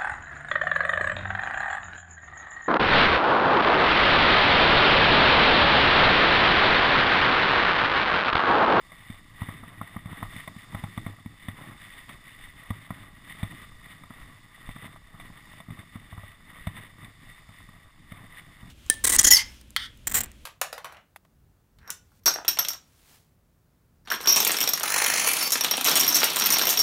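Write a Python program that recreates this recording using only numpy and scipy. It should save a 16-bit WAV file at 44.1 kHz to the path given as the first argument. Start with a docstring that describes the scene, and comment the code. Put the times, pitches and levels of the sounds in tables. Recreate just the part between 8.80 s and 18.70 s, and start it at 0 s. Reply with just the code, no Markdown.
"""A low airstream, flat skis scraping and a loose-snow hiss run throughout,
while edges swish through crusty snow from the start.
Scrape, crunch and rumble are random fractures; spray and gusty wind are shaped noise.
Ruts jolt a camera in a plastic case worn by the skier: each knock is a soft shove plus a hard rattle.
Every force rings through the case; coarse sample-and-hold adds a gritty sheen."""
import sys
import numpy as np
from scipy import signal
from scipy.fft import rfft, irfft
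from scipy.io import wavfile
from scipy.ndimage import map_coordinates

SR = 44100
rng = np.random.default_rng(int(sys.argv[2]) if len(sys.argv) > 2 else 0)


def generate_wav(sig):
    """Save sig (samples, or channels by samples) to the path in sys.argv[1] as 16-bit PCM at SR."""
    pcm = np.round(np.clip(np.atleast_2d(sig).T, -1, 1) * 32767).astype(np.int16)
    wavfile.write(sys.argv[1], SR, pcm)


N = 436590


def amp(db):
    """Decibels to gain."""
    return 10 ** (np.asarray(db) / 20)


def unit(x):
    """Scale to rms 1."""
    return x / np.sqrt(np.mean(x ** 2) + 1e-20)


def curve(rows):
    """One value per sample from (t/s, value) rows."""
    return np.interp(np.arange(N) / SR, *np.transpose(rows))


def wobble(knots_hz):
    """Smooth random curve through normally distributed knots."""
    knots = rng.standard_normal(int(N * knots_hz / SR) + 4)
    return map_coordinates(knots, [np.arange(N) * knots_hz / SR])


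def grains(rate_hz, spread_db):
    """Random tiny fractures of widely varying size, at rms 1."""
    size_db = spread_db * np.clip(rng.standard_normal(N), -2, 2)
    sizes = amp(size_db) * rng.choice([-1, 1], N)
    return unit(sizes * (rng.random(N) < rate_hz / SR))


def envelope(length_s, attack_s, release_s):
    """One second: linear rise from zero, multiplied by an exponential decay that starts at length_s."""
    t = np.arange(SR) / SR
    rise = np.minimum(t / attack_s, 1)
    return rise * np.exp(-np.maximum(t - length_s, 0) / release_s)


def add(track, start_s, sound):
    """Mix a sound into the track at start_s."""
    part = track[max(round(start_s * SR), 0):][:len(sound)]
    part += sound[:len(part)]


# resonances of the case and, lowest, its mount: f/Hz, full width at half lift/Hz, lift/dB
CASE_MODES = [(101.4, 29.7, 11), (164.5, 82, 5.5), (671, 124, 7), (822, 37, 7), (1010, 110, 5),
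              (1170, 243, 11), (1925, 365, 18), (2207, 290, 6.5), (2620, 130, 3), (2933, 200, 5.5),
              (3582, 328, 16)]


def response(spectrum, size=4096):
    """Minimum-phase impulse response of a force spectrum lifted by the resonances of the case."""
    hz = np.fft.rfftfreq(size, 1 / SR)
    f, level_db = np.transpose(spectrum)
    db = np.interp(np.log(hz + 1), np.log(f), level_db)
    for centre_hz, width_hz, lift_db in CASE_MODES:
        db = db + lift_db / (1 + (2 * (hz - centre_hz) / width_hz) ** 2)
    # fold the cepstrum to make the response causal
    cepstrum = irfft(np.log(amp(db)))
    cepstrum[1:size // 2] *= 2
    cepstrum[size // 2 + 1:] = 0
    return irfft(np.exp(rfft(cepstrum)))


def through_case(force, spectrum):
    """A lasting force as it sounds inside the case, at rms 1."""
    return unit(signal.oaconvolve(force, response(spectrum))[:N])


# gusts on the case: t/s, buffet level/dB
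GUSTS = [(0.52, -48.5), (1.47, -51), (2, -51), (2.24, -47), (4.95, -51), (5.44, -45), (5.92, -50),
         (6.43, -48.5), (8.37, -54.5), (8.85, -53)]
# wind force spectrum: f/Hz, relative level/dB
BUFFET_SPECTRUM = [(8, -6), (25, 2.5), (45, -3.5), (70, -9), (150, -30.5), (500, -43.5)]
AIRSTREAM_DB = -56.5
GUST_S = 0.042  # half width at 1/e power


def wind(eddy_db=2.5):
    """Eddies push on the case in slow lumps; short gusts stand out of the steady airstream."""
    t = np.arange(N) / SR
    power = amp(AIRSTREAM_DB) ** 2
    for gust_s, level_db in GUSTS:
        power = power + amp(level_db) ** 2 * np.exp(-((t - gust_s) / GUST_S) ** 2)
    eddies = rng.standard_normal(N) * amp(eddy_db * wobble(17))
    return through_case(eddies, BUFFET_SPECTRUM) * np.sqrt(power)


# loose snow thrown up: t/s, hiss level/dB
SPRAY = [(0.0, -59.5), (0.2, -61), (1.25, -65), (1.55, -58.0), (2.05, -57.0), (2.6, -63.5), (3.25, -58.5),
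         (4.3, -64.0), (4.6, -60), (5.8, -62.0), (6.25, -64.0), (6.65, -59.5), (6.9, -63.0), (7.6, -64.0),
         (7.95, -64), (8.82, -60), (9.1, -65.5), (9.9, -61)]
# hiss force spectrum: f/Hz, relative level/dB
HISS_SPECTRUM = [(800, -18), (2500, -6.5), (4000, -6.5), (5000, 0.5), (5600, -5.5), (6000, -9.5)]


def spray():
    """Fine loose snow makes a smooth hiss, its level wavering slightly."""
    level_db = curve(SPRAY) + 0.57 * wobble(10.0)
    return through_case(rng.standard_normal(N), HISS_SPECTRUM) * amp(level_db)


KNOCK_S = 0.02  # reference duration of knock levels


def ring(force, body):
    """A short force as it rings in the case, with the energy of rms 1 lasting KNOCK_S."""
    sound = signal.fftconvolve(force, body)[:len(force)]
    return sound * np.sqrt(KNOCK_S * SR / np.sum(sound ** 2))


# ruts and lumps, levels over KNOCK_S: t/s, thump level/dB, shove length/ms, clack level/dB, tick level/dB
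JOLTS = [(0.117, -54, 2.3, -52, -49.5), (0.298, -36.5, 0.9, -57.0, -51.5),
         (0.615, -30.0, 2.7, -41.5, -47.5), (0.685, -36.5, 0.66, -43.5, -47), (0.829, -44, 0.72, -47, -70),
         (1.011, -36.5, 0.44, -36.5, -50.5), (1.161, -34, 0.94, -41.5, -48.5),
         (1.255, -35.0, 2.4, -51, -52.5), (1.326, -42, 1.8, -48.0, -63), (1.425, -35, 1.7, -36.5, -47.5),
         (1.56, -40.5, 0.67, -56, -44), (1.674, -41.0, 0.62, -41.5, -42), (1.761, -41, 1.4, -57.5, -62),
         (1.945, -32.5, 2.5, -40.0, -44.5), (2.036, -32.0, 2.1, -41.5, -46.5),
         (2.174, -31.5, 1.2, -40.5, -43), (2.262, -33, 1.2, -42, -44.5), (2.458, -35, 0.97, -54.5, -55),
         (2.682, -32, 1.5, -44.5, -41.5), (3.291, -48, 1.3, -48.0, -50.5), (3.902, -27.5, 1.9, -39.5, -42),
         (4.103, -34, 1.3, -39.5, -47), (4.628, -26.5, 2.5, -43.5, -40.5), (5.233, -55, 0.7, -50, -54.5),
         (5.303, -42.5, 0.53, -49.5, -58), (5.888, -39.0, 0.51, -48, -48.5),
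         (5.959, -43.0, 0.75, -48.5, -50.5), (6.345, -56, 1.1, -56.5, -65), (6.397, -51, 1.1, -50, -48),
         (6.498, -45.5, 0.52, -59, -67), (6.8, -50.5, 1.9, -49, -49), (6.883, -41, 0.74, -58, -64),
         (6.903, -37.0, 2, -52.5, -52.0), (6.988, -42, 1.4, -58, -51), (7.154, -38, 0.53, -52.5, -54.5),
         (7.324, -39.0, 3.9, -50, -61), (7.375, -38, 4.4, -49.5, -58), (7.432, -42.0, 3.2, -50, -67),
         (7.868, -28.0, 2.7, -41, -41.5), (8.244, -51, 1.7, -65, -49), (8.688, -49.5, 2.4, -58.5, -57.5),
         (8.886, -50.5, 2.1, -56.5, -59.0), (9.317, -41, 1.3, -50.5, -47), (9.827, -44, 2, -62, -70)]
# knock force spectra: f/Hz, relative level/dB
THUMP_SPECTRUM = [(20, -27), (55, -8), (85, -7.5), (130, -7.5), (235, -1), (300, -7.5), (370, -22.5),
                  (900, -43)]
CLACK_SPECTRUM = [(150, -8.5), (400, -8), (600, 1), (900, 0), (1350, 0.5), (1700, -15.5), (3000, -31),
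                  (6000, -58)]
TICK_SPECTRUM = [(600, -18.5), (1400, -15), (1900, -1.5), (2250, 4.5), (2750, -5.5), (3500, -1),
                 (4200, -14), (6000, -16.5)]


def knocks(rattle_s=0.006, settle_s=0.022, settle_db=-13, lag_s=0.001722, rebound=0.22, hard_share=0.07):
    """Each jolt rocks the camera on its mount while the case chatters against it for a few milliseconds."""
    out = np.zeros(N)
    t = np.arange(SR // 6) / SR
    thump_body = response(THUMP_SPECTRUM)
    clack_body = response(CLACK_SPECTRUM)
    tick_body = response(TICK_SPECTRUM)
    rattle_decay = np.exp(-(t / rattle_s) ** 2) + amp(settle_db) * np.exp(-t / settle_s)
    for jolt_s, thump_db, push_ms, clack_db, tick_db in JOLTS:
        # a longer, softer shove excites only lower modes
        push = t * np.exp(-(t / (push_ms / 1000)) ** 2)
        rebound_s = rng.uniform(0.0029, 0.00864)
        shove = push + rebound * rng.normal() * np.roll(push, round(rebound_s * SR))
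        # a few hard contacts among many light ones
        hardness = 0.089 + (rng.random(len(t)) < hard_share)
        rattle = rng.standard_normal(len(t)) * hardness * rattle_decay
        thump = ring(shove, thump_body) * rng.choice([-1, 1]) * amp(thump_db)
        clack = ring(rattle, clack_body) * amp(clack_db)
        tick = ring(rattle, tick_body) * amp(tick_db)
        add(out, jolt_s + lag_s, thump + clack + tick)
    return out


CRUNCH_DB, RUMBLE_DB = -6.5, -5.5  # relative to scrape, before crust
RUMBLE_GROWS = 2.13  # rumble dB per dB of crust


def contact_powers(scrape_db, crust_db):
    """Powers of scrape, crunch and rumble; breaking crust adds bass."""
    crunch_db = scrape_db + CRUNCH_DB + crust_db
    rumble_db = scrape_db + RUMBLE_DB + RUMBLE_GROWS * crust_db
    return [amp(db) ** 2 for db in (scrape_db, crunch_db, rumble_db)]


# friction of flat skis: t/s, scrape level/dB
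GLIDE = [(0.0, -58.5), (0.45, -60), (0.9, -54.5), (1.7, -58.5), (2.33, -56), (2.5, -61), (3.4, -61),
         (4.35, -58.5), (4.95, -58.5), (5.62, -61.0), (6.15, -57.0), (6.32, -63), (7.25, -60.5),
         (7.58, -61), (8.65, -62.0), (8.95, -60), (9.15, -64.0), (9.9, -57.5)]
# swishes of biting edges: t/s, length/s, scrape level/dB, relative crust level/dB
SWISHES = [(0.1, 0.26, -52, -3), (0.545, 0.23, -48, 1.5), (0.966, 0.19, -52.5, 1.5),
           (1.248, 0.21, -47.5, 3), (1.47, 0.13, -44.0, -2.5), (1.756, 0.038, -43, -15),
           (1.867, 0.16, -52, 5), (2.06, 0.15, -52, -4), (2.55, 0.17, -50.5, -6), (2.722, 0.2, -49.5, 3.5),
           (2.946, 0.29, -49.5, -4), (3.266, 0.055, -44.5, 3), (3.412, 0.28, -49.5, -7.5),
           (3.726, 0.34, -52, -2), (4.057, 0.18, -53, 4), (4.4, 0.44, -49.5, -1), (4.99, 0.13, -49, -5),
           (5.248, 0.28, -55.0, 2), (5.693, 0.3, -53.5, -5), (5.961, 0.1, -47.5, 3.5),
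           (6.318, 0.15, -54, 4), (6.5, 0.082, -51.5, 1.5), (6.62, 0.16, -53.5, 0.5),
           (6.854, 0.16, -55.0, 3), (7.108, 0.038, -48, 3), (7.25, 0.27, -56, 1), (7.632, 0.43, -51, -0.5),
           (7.92, 0.065, -47, 1.0), (8.147, 0.14, -56, 4.5), (8.36, 0.25, -58, -1),
           (8.717, 0.076, -49.5, -11), (9.266, 0.21, -56, 4), (9.48, 0.12, -49, -2.5)]
GLIDE_CRUST_DB = 4
BITE_S, RELEASE_S = 0.075, 0.033  # edge digs in, lets go
SHAKE_DB, SHAKE_S = -19.5, 0.14  # skier's shake after a jolt: gain on thump level, decay


def snow_contact():
    """Amplitudes of scrape, crunch and rumble: powers of glide, swishes and the skier's shaking add."""
    scrape, crunch, rumble = contact_powers(curve(GLIDE), GLIDE_CRUST_DB)
    for swish_s, length_s, scrape_db, crust_db in SWISHES:
        bite_power = envelope(length_s, BITE_S, RELEASE_S) ** 2
        for track, power in zip((scrape, crunch, rumble), contact_powers(scrape_db, crust_db)):
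            add(track, swish_s, power * bite_power)
    shake = envelope(0, KNOCK_S, SHAKE_S)
    for jolt_s, thump_db, *_ in JOLTS:
        add(rumble, jolt_s, (amp(thump_db + SHAKE_DB) * shake) ** 2)
    return np.sqrt([scrape, crunch, rumble])


# snow force spectra: f/Hz, relative level/dB
SCRAPE_SPECTRUM = [(500, -38), (1200, -8.5), (1600, -3), (2500, -3), (3300, -3.5), (4000, -11), (5200, -15),
                   (6000, -21.5)]
CRUNCH_SPECTRUM = [(200, -21.5), (400, 5), (700, 1), (1300, 3.5), (1700, -1), (2600, -24), (5000, -41)]
RUMBLE_SPECTRUM = [(30, -22), (90, -8), (140, -3), (200, -6), (290, -5), (400, -19), (900, -41.5)]
CRACKS_HZ, CRACK_DB = 16, -7  # mean rate of plate snaps; level against crunch


def skis(uneven_db=1.1, lumpy_db=1.16, bumpy_db=1.9, chatter_db=1.0, flutter_db=1.5, snap_s=0.0035):
    """Edges break crust in fast uneven bites; small plates snap; the chatter shakes the skier too."""
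    scrape_level, crunch_level, rumble_level = snow_contact()
    chatter = chatter_db * unit(wobble(35) + 0.5 * wobble(110))

    crystals = grains(rate_hz=3500, spread_db=4.5)
    scrape_swing_db = chatter + flutter_db * wobble(60) + uneven_db * wobble(14)
    scrape = through_case(crystals * amp(scrape_swing_db), SCRAPE_SPECTRUM)

    crust = grains(rate_hz=1200, spread_db=2.2)
    crunch = through_case(crust * amp(chatter + lumpy_db * wobble(18)), CRUNCH_SPECTRUM)

    lumps = grains(rate_hz=190, spread_db=2.0)
    rumble = through_case(lumps * amp(chatter + bumpy_db * wobble(14)), RUMBLE_SPECTRUM)

    snap_decay = np.exp(-np.arange(SR // 20) / SR / snap_s)
    snaps = signal.oaconvolve(grains(rate_hz=CRACKS_HZ, spread_db=2.5), snap_decay)[:N]
    cracks = through_case(snaps * rng.standard_normal(N), CLACK_SPECTRUM) * amp(CRACK_DB)
    return scrape * scrape_level + (crunch + cracks) * crunch_level + rumble * rumble_level


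def scene():
    """All sources meet at the one microphone."""
    return (wind() + spray() + knocks() + skis())[None]


HOLD_HZ, TOP_HZ = 12000, 15400  # coarse sample rate; output cutoff


def record(dry):
    """Coarse sampling with held values mirrors the sound around multiples of the hold rate."""
    coarse = signal.resample_poly(dry, HOLD_HZ, SR, axis=1, window=("kaiser", 5))
    steps = np.repeat(coarse, 4, axis=1)
    held = signal.resample_poly(steps, SR, 4 * HOLD_HZ, axis=1)[:, :N]
    passband = np.fft.rfftfreq(N, 1 / SR) < TOP_HZ
    return irfft(rfft(held) * passband, N)


dry = scene()
out = record(dry)
generate_wav(out)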